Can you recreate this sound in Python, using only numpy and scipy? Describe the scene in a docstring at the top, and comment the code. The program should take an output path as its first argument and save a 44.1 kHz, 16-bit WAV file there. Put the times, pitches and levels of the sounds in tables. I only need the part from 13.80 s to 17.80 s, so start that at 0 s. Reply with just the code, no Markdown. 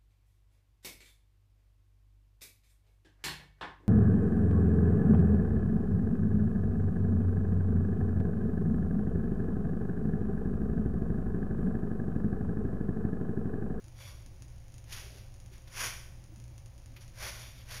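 """Rustling strokes, probably of a broom, on a wooden floor in an echoing living room. From the start a
small network camera on the floor adds rumble, mains hum, hiss and faint ticks on a regular beat, and its
stepped converter mirrors the sound into the top octave. Bristles stick and slip in a stroke at 0.2 s,
then snag at 1.1 s; a dull rub and two faint strokes lead to the loudest stroke at 2 s.
After a pause, five quick strokes follow from 3.2 s."""
import sys
import numpy as np
from scipy import signal
from scipy.fft import rfft, irfft
from scipy.io import wavfile

SR = 44100
rng = np.random.default_rng(int(sys.argv[2]) if len(sys.argv) > 2 else 0)


def dump_mix(stems):
    """Bounce the given channels to the path in sys.argv[1] as a 16-bit WAV at rate SR."""
    frames = np.atleast_2d(stems).T  # one column per channel
    limited = np.clip(frames, -1, 1)  # hard clip at full scale
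    pcm = np.round(limited * 32767).astype(np.int16)
    wavfile.write(sys.argv[1], SR, pcm)


N = 176400
TIME_S, FREQ_HZ = np.arange(N) / SR, np.arange(N // 2 + 1) * SR / N


def from_db(db):
    """Logarithmic level: 20 dB is a factor of ten in amplitude."""
    return 10 ** (np.asarray(db) / 20)

def rms_one(x):
    """Normalisation to unit mean power."""
    return x / np.sqrt(np.mean(x ** 2) + 1e-20)

def colour(x, points):
    """Spectral shaping by (frequency_hz, gain_db) points, joined on a log-frequency axis."""
    hz, db = np.transpose(points)
    gain_db = np.interp(np.log(np.maximum(FREQ_HZ, 1)), np.log(hz), db)
    return irfft(rfft(x) * from_db(gain_db), N)

def butter(x, hz, kind, order=2):
    """Maximally flat low- or high-pass filtering."""
    return signal.sosfilt(signal.butter(order, hz, kind, fs=SR, output="sos"), x)

def resonance(x, hz, width_hz):
    """A damped resonator with unit gain at its peak."""
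    return signal.lfilter(*signal.iirpeak(hz, hz / width_hz, fs=SR), x)

def drift(rate_hz):
    """Random modulation: low-passed noise of unit rms."""
    noise = rng.standard_normal(N + SR)
    return rms_one(butter(noise, rate_hz, "low")[SR:])

def tail(x, t60_s, build_s):
    """Diffuse decay: convolution with unit-energy noise that builds up and dies exponentially."""
    t = np.arange(SR) / SR
    response = rng.standard_normal(SR) * from_db(-60 * t / t60_s) * (1 - np.exp(-t / build_s))
    return signal.fftconvolve(x, response / np.linalg.norm(response))[:N]

# Partials of the mains hum and faint appliance tones: frequency_hz, level_db
HUM_PARTIALS = [(59.4, -56.5), (118, -56), (237, -78.5), (357, -82), (528, -77.5), (563, -84.5)]

def hum():
    """Superposition of sinusoids, each wavering in amplitude and phase."""
    out = 0
    for hz, db in HUM_PARTIALS:
        amplitude = np.sqrt(2) * from_db(db + 2.5 * drift(rate_hz=3))
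        out += amplitude * np.sin(2 * np.pi * hz * TIME_S + .5 * drift(rate_hz=3.2))
    return out

# Low-mid bands of room noise: centre_hz, level_db
BURBLE_BANDS = [(205, -73), (260, -74), (315, -74.5), (370, -76.5)]

def burble(width_hz=36.7, spread_db=4.5):
    """Amplitude modulation makes narrow bands of noise come and go."""
    out = 0
    for hz, db in BURBLE_BANDS:
        band = resonance(rng.standard_normal(N), hz, width_hz)
        band = resonance(band, hz, width_hz)
        out += from_db(db) * rms_one(band * from_db(spread_db * drift(rate_hz=11.8)))
    return out

# Spectra of the camera's rumble and hiss: frequency_hz, gain_db
RUMBLE_SPECTRUM = [(8.8, -56), (15, 5.5), (64, -4), (81, -2.5), (102, 1), (115, -2), (132, -6.5),
                   (138, -14), (146, -12.5), (166, -10.5), (200, -29), (260, -57), (440, -120)]
HISS_SPECTRUM = [(300, -27), (460, 2), (530, 8.5), (700, 5), (950, 2), (1300, -3.5), (2200, -1.5),
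                 (4000, -7.5), (6000, -3.5), (7000, -5.5)]

def background(rumble_db=-50, hiss_db=-64):
    """The noise floor: independent rumble, hiss, hum and burble add in power."""
    rumble = colour(rng.standard_normal(N), RUMBLE_SPECTRUM)
    rumble = rms_one(butter(rumble, hz=186, kind="low", order=8))
    hiss = rms_one(colour(rng.standard_normal(N), HISS_SPECTRUM))
    return from_db(rumble_db) * rumble + from_db(hiss_db) * hiss + hum() + burble()

# The stronger electrical ticks: time_s, relative_level_db
STRONG_TICKS = [(0.0413, -39.5), (0.0817, -40), (0.4614, -37), (0.621, -33.5), (0.6809, -43), (0.8809, -43),
                (0.9408, -37.5), (0.9807, -35.5), (1.0405, -40.5), (1.3603, -42), (1.5404, -40.5),
                (1.6003, -38.5), (1.6601, -39.5), (1.7799, -40), (2.4394, -39.5), (2.5591, -39.5),
                (2.5995, -38.5), (2.6394, -40.5), (2.6793, -43), (2.7791, -36.5), (2.8589, -38),
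                (2.9791, -41), (3.0589, -38), (3.2789, -38.5)]
# Spectrum of a tick: frequency_hz, gain_db
TICK_SPECTRUM = [(200, -1), (900, -17), (2000, -11.5), (4000, -13.5), (6000, -7), (7000, -3.5)]

def ticks(period_s=.019984, weak_db=-34.5, spread_db=3, strong_gain_db=16.5):
    """An impulse train: each beat of the camera's clock makes a spike, mostly tiny, with a short fizz."""
    beats_s = np.arange(.0029, N / SR, period_s)
    db = weak_db + spread_db * rng.standard_normal(len(beats_s))
    for time_s, level_db in STRONG_TICKS:
        db[np.argmin(abs(beats_s - time_s))] = level_db + strong_gain_db
    spikes = np.zeros(N)
    spikes[(beats_s * SR).astype(int)] = from_db(db)
    fizz = from_db(-1) * tail(spikes, t60_s=.11, build_s=0.00033)
    return colour(spikes + fizz, TICK_SPECTRUM)

def room(x):
    """Reverberation: the living room's diffuse field adds to the direct sound."""
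    return x + from_db(-6.5) * tail(x, t60_s=0.61, build_s=0.014)

def floor_reflections(x, reflection, peak_spacing_hz=1150):
    """Comb filtering: sound bounces to and fro in a narrow gap above the floor."""
    round_trip = reflection * np.exp(-2j * np.pi * FREQ_HZ / peak_spacing_hz)
    return irfft(rfft(x) / (1 - round_trip), N)

def swell(peak_s, rise_s, hold_s, release_s, level_db):
    """Envelope of a contact: rise, hold and exponential decay; rise and release each span 20 dB."""
    rise = (np.maximum(peak_s - TIME_S, 0) / rise_s) ** 1.34  # bites quickly, then rounds off
    fall = np.maximum(TIME_S - peak_s - hold_s, 0) / release_s
    return from_db(level_db - 20 * np.minimum(rise + fall, 10))

# Dull rubs on the floor: peak_s, rise_s, hold_s, release_s, level_db
FLOOR_RUBS = [(1.266, 0.18, 0.12, 0.085, -58.5)]
# Spectrum of a rub: frequency_hz, gain_db
RUB_SPECTRUM = [(100, -32), (210, 2), (310, -3), (390, 13), (470, 1.5), (630, 6), (780, 2), (950, -33),
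                (2500, -6)]

def rubs():
    """Sliding friction: something soft drags dully along the boards."""
    noise = rms_one(colour(rng.standard_normal(N), RUB_SPECTRUM))
    return noise * sum(swell(*rub) for rub in FLOOR_RUBS)

# Snags on the boards: peak_s, level_db, centre_hz, width_hz, release_s
BROOM_CATCHES = [(1.127, -40, 4100, 4030, 0.019), (1.877, -57.5, 2480, 4000, 0.023),
                 (3.166, -53.5, 2180, 1610, 0.031)]

def catches(rise_s=.006, hold_s=0.0025):
    """Friction transients: the broom snags for an instant in a burst of band-limited noise."""
    noise = rng.standard_normal(N)
    return sum(rms_one(resonance(noise, hz, width_hz)) * swell(peak_s, rise_s, hold_s, release_s, db)
               for peak_s, db, hz, width_hz, release_s in BROOM_CATCHES)

# Spectrum of the bristles' friction: frequency_hz, gain_db
BRISTLE_SPECTRUM = [(120, -50), (200, 9), (225, 4), (290, -23), (363, 3), (415, -5.5), (619, 0.5),
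                    (698, -5), (1120, -3), (1230, -5), (1560, 2.5), (2010, 1), (2580, -1), (2780, 0),
                    (3860, -4), (5600, -0.5), (7000, -4), (9100, 11), (15400, -120)]

def friction(snaps_per_s=2500, snap_power_share=0.71, spread_db=1.5, chatter_db=0.5):
    """Stick-slip friction: bristles catch and snap over a smooth hiss; the whole bundle chatters."""
    sizes = from_db(spread_db * np.minimum(rng.exponential(1, N), 4))
    signs = rng.choice([-1, 1], N)
    snaps = rms_one(sizes * signs * (rng.random(N) < snaps_per_s / SR))
    rustle = np.sqrt(snap_power_share) * snaps + np.sqrt(1 - snap_power_share) * rng.standard_normal(N)
    rustle = butter(colour(rustle, BRISTLE_SPECTRUM), hz=444, kind="high")
    return rms_one(rustle) * from_db(chatter_db * drift(rate_hz=135))

# Strokes of the broom: peak_s, rise_s, hold_s, release_s, level_db,
# body_hz, body_db, rasp_hz, rasp_db, treble_db, reflection_ratio
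BROOM_STROKES = [(0.21, 0.067, 0.077, 0.12, -52.5, 536, 12.5, 3370, 3, 1, 0.45),
                 (1.127, 0.057, 0.056, 0.17, -45, 590, -29, 2580, 1.5, 0, 0.08),
                 (1.372, 0.033, 0.035, 0.11, -60, 640, -5, 3400, 0, -2.5, 0.2),
                 (1.731, 0.033, 0.026, 0.062, -59, 590, 5, 2700, 3, 1, 0.25),
                 (2.014, 0.092, 0.045, 0.093, -30.5, 580, -8, 4000, -6, 0, 0.18),
                 (3.213, 0.014, .01, 0.059, -56.5, 603, 7, 3400, -2.5, 5.5, 0.23),
                 (3.435, 0.078, 0.057, 0.068, -36, 510, 6.5, 2930, -3.5, -1.5, 0.17),
                 (3.602, 0.096, 0.033, 0.12, -48.5, 626, 9, 4000, 3.5, 1.5, 0.35),
                 (3.793, 0.09, 0.029, 0.026, -59, 600, -5, 3440, 6, 1.5, 0.2),
                 (3.92, 0.059, 0.053, .06, -41.5, 630, 7, 3100, 0.5, -0.5, .1)]

def broom():
    """Source and filter: each stroke weights the friction's bands, then room and floor reflect it."""
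    rustle, out = friction(), 0
    treble = butter(rustle, hz=3160, kind="high", order=1)
    for *envelope, body_hz, body_db, rasp_hz, rasp_db, treble_db, reflection in BROOM_STROKES:
        body = resonance(rustle, body_hz, width_hz=117)
        rasp = resonance(rustle, rasp_hz, width_hz=1600)
        tone = rustle
        for band, gain_db in (body, body_db), (rasp, rasp_db), (treble, treble_db):
            tone = tone + (from_db(gain_db) - 1) * band
        out += floor_reflections(room(swell(*envelope) * tone), reflection)
    return out

def scene():
    """Superposition, in mono, of strokes, catches, rubs, ticks and the noise floor."""
    return (broom() + room(catches() + rubs()) + ticks() + background())[None]

def record(dry, converter_hz=16000, edge_hz=7150, cutoff_hz=15750):
    """Spectral imaging: the camera's stepped output mirrors its band around half its sampling rate."""
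    rolloff = from_db(np.interp(FREQ_HZ, [edge_hz - 200, edge_hz + 200], [0, -20]))
    band = rfft(dry[0]) * rolloff * (FREQ_HZ < converter_hz / 2)
    droop = (FREQ_HZ / np.maximum(converter_hz - FREQ_HZ, 1)) ** 0.73  # low notes mirror weakly
    carrier = 2 * np.cos(2 * np.pi * converter_hz * TIME_S)
    image = from_db(-1) * irfft(band * droop, N) * carrier
    hiss = from_db(-81) * rng.standard_normal(N)
    low_pass = signal.ellip(12, .1, 80, cutoff_hz, fs=SR, output="sos")
    return signal.sosfilt(low_pass, irfft(band, N) + image + hiss)[None]


dry = scene()
out = record(dry)
dump_mix(out)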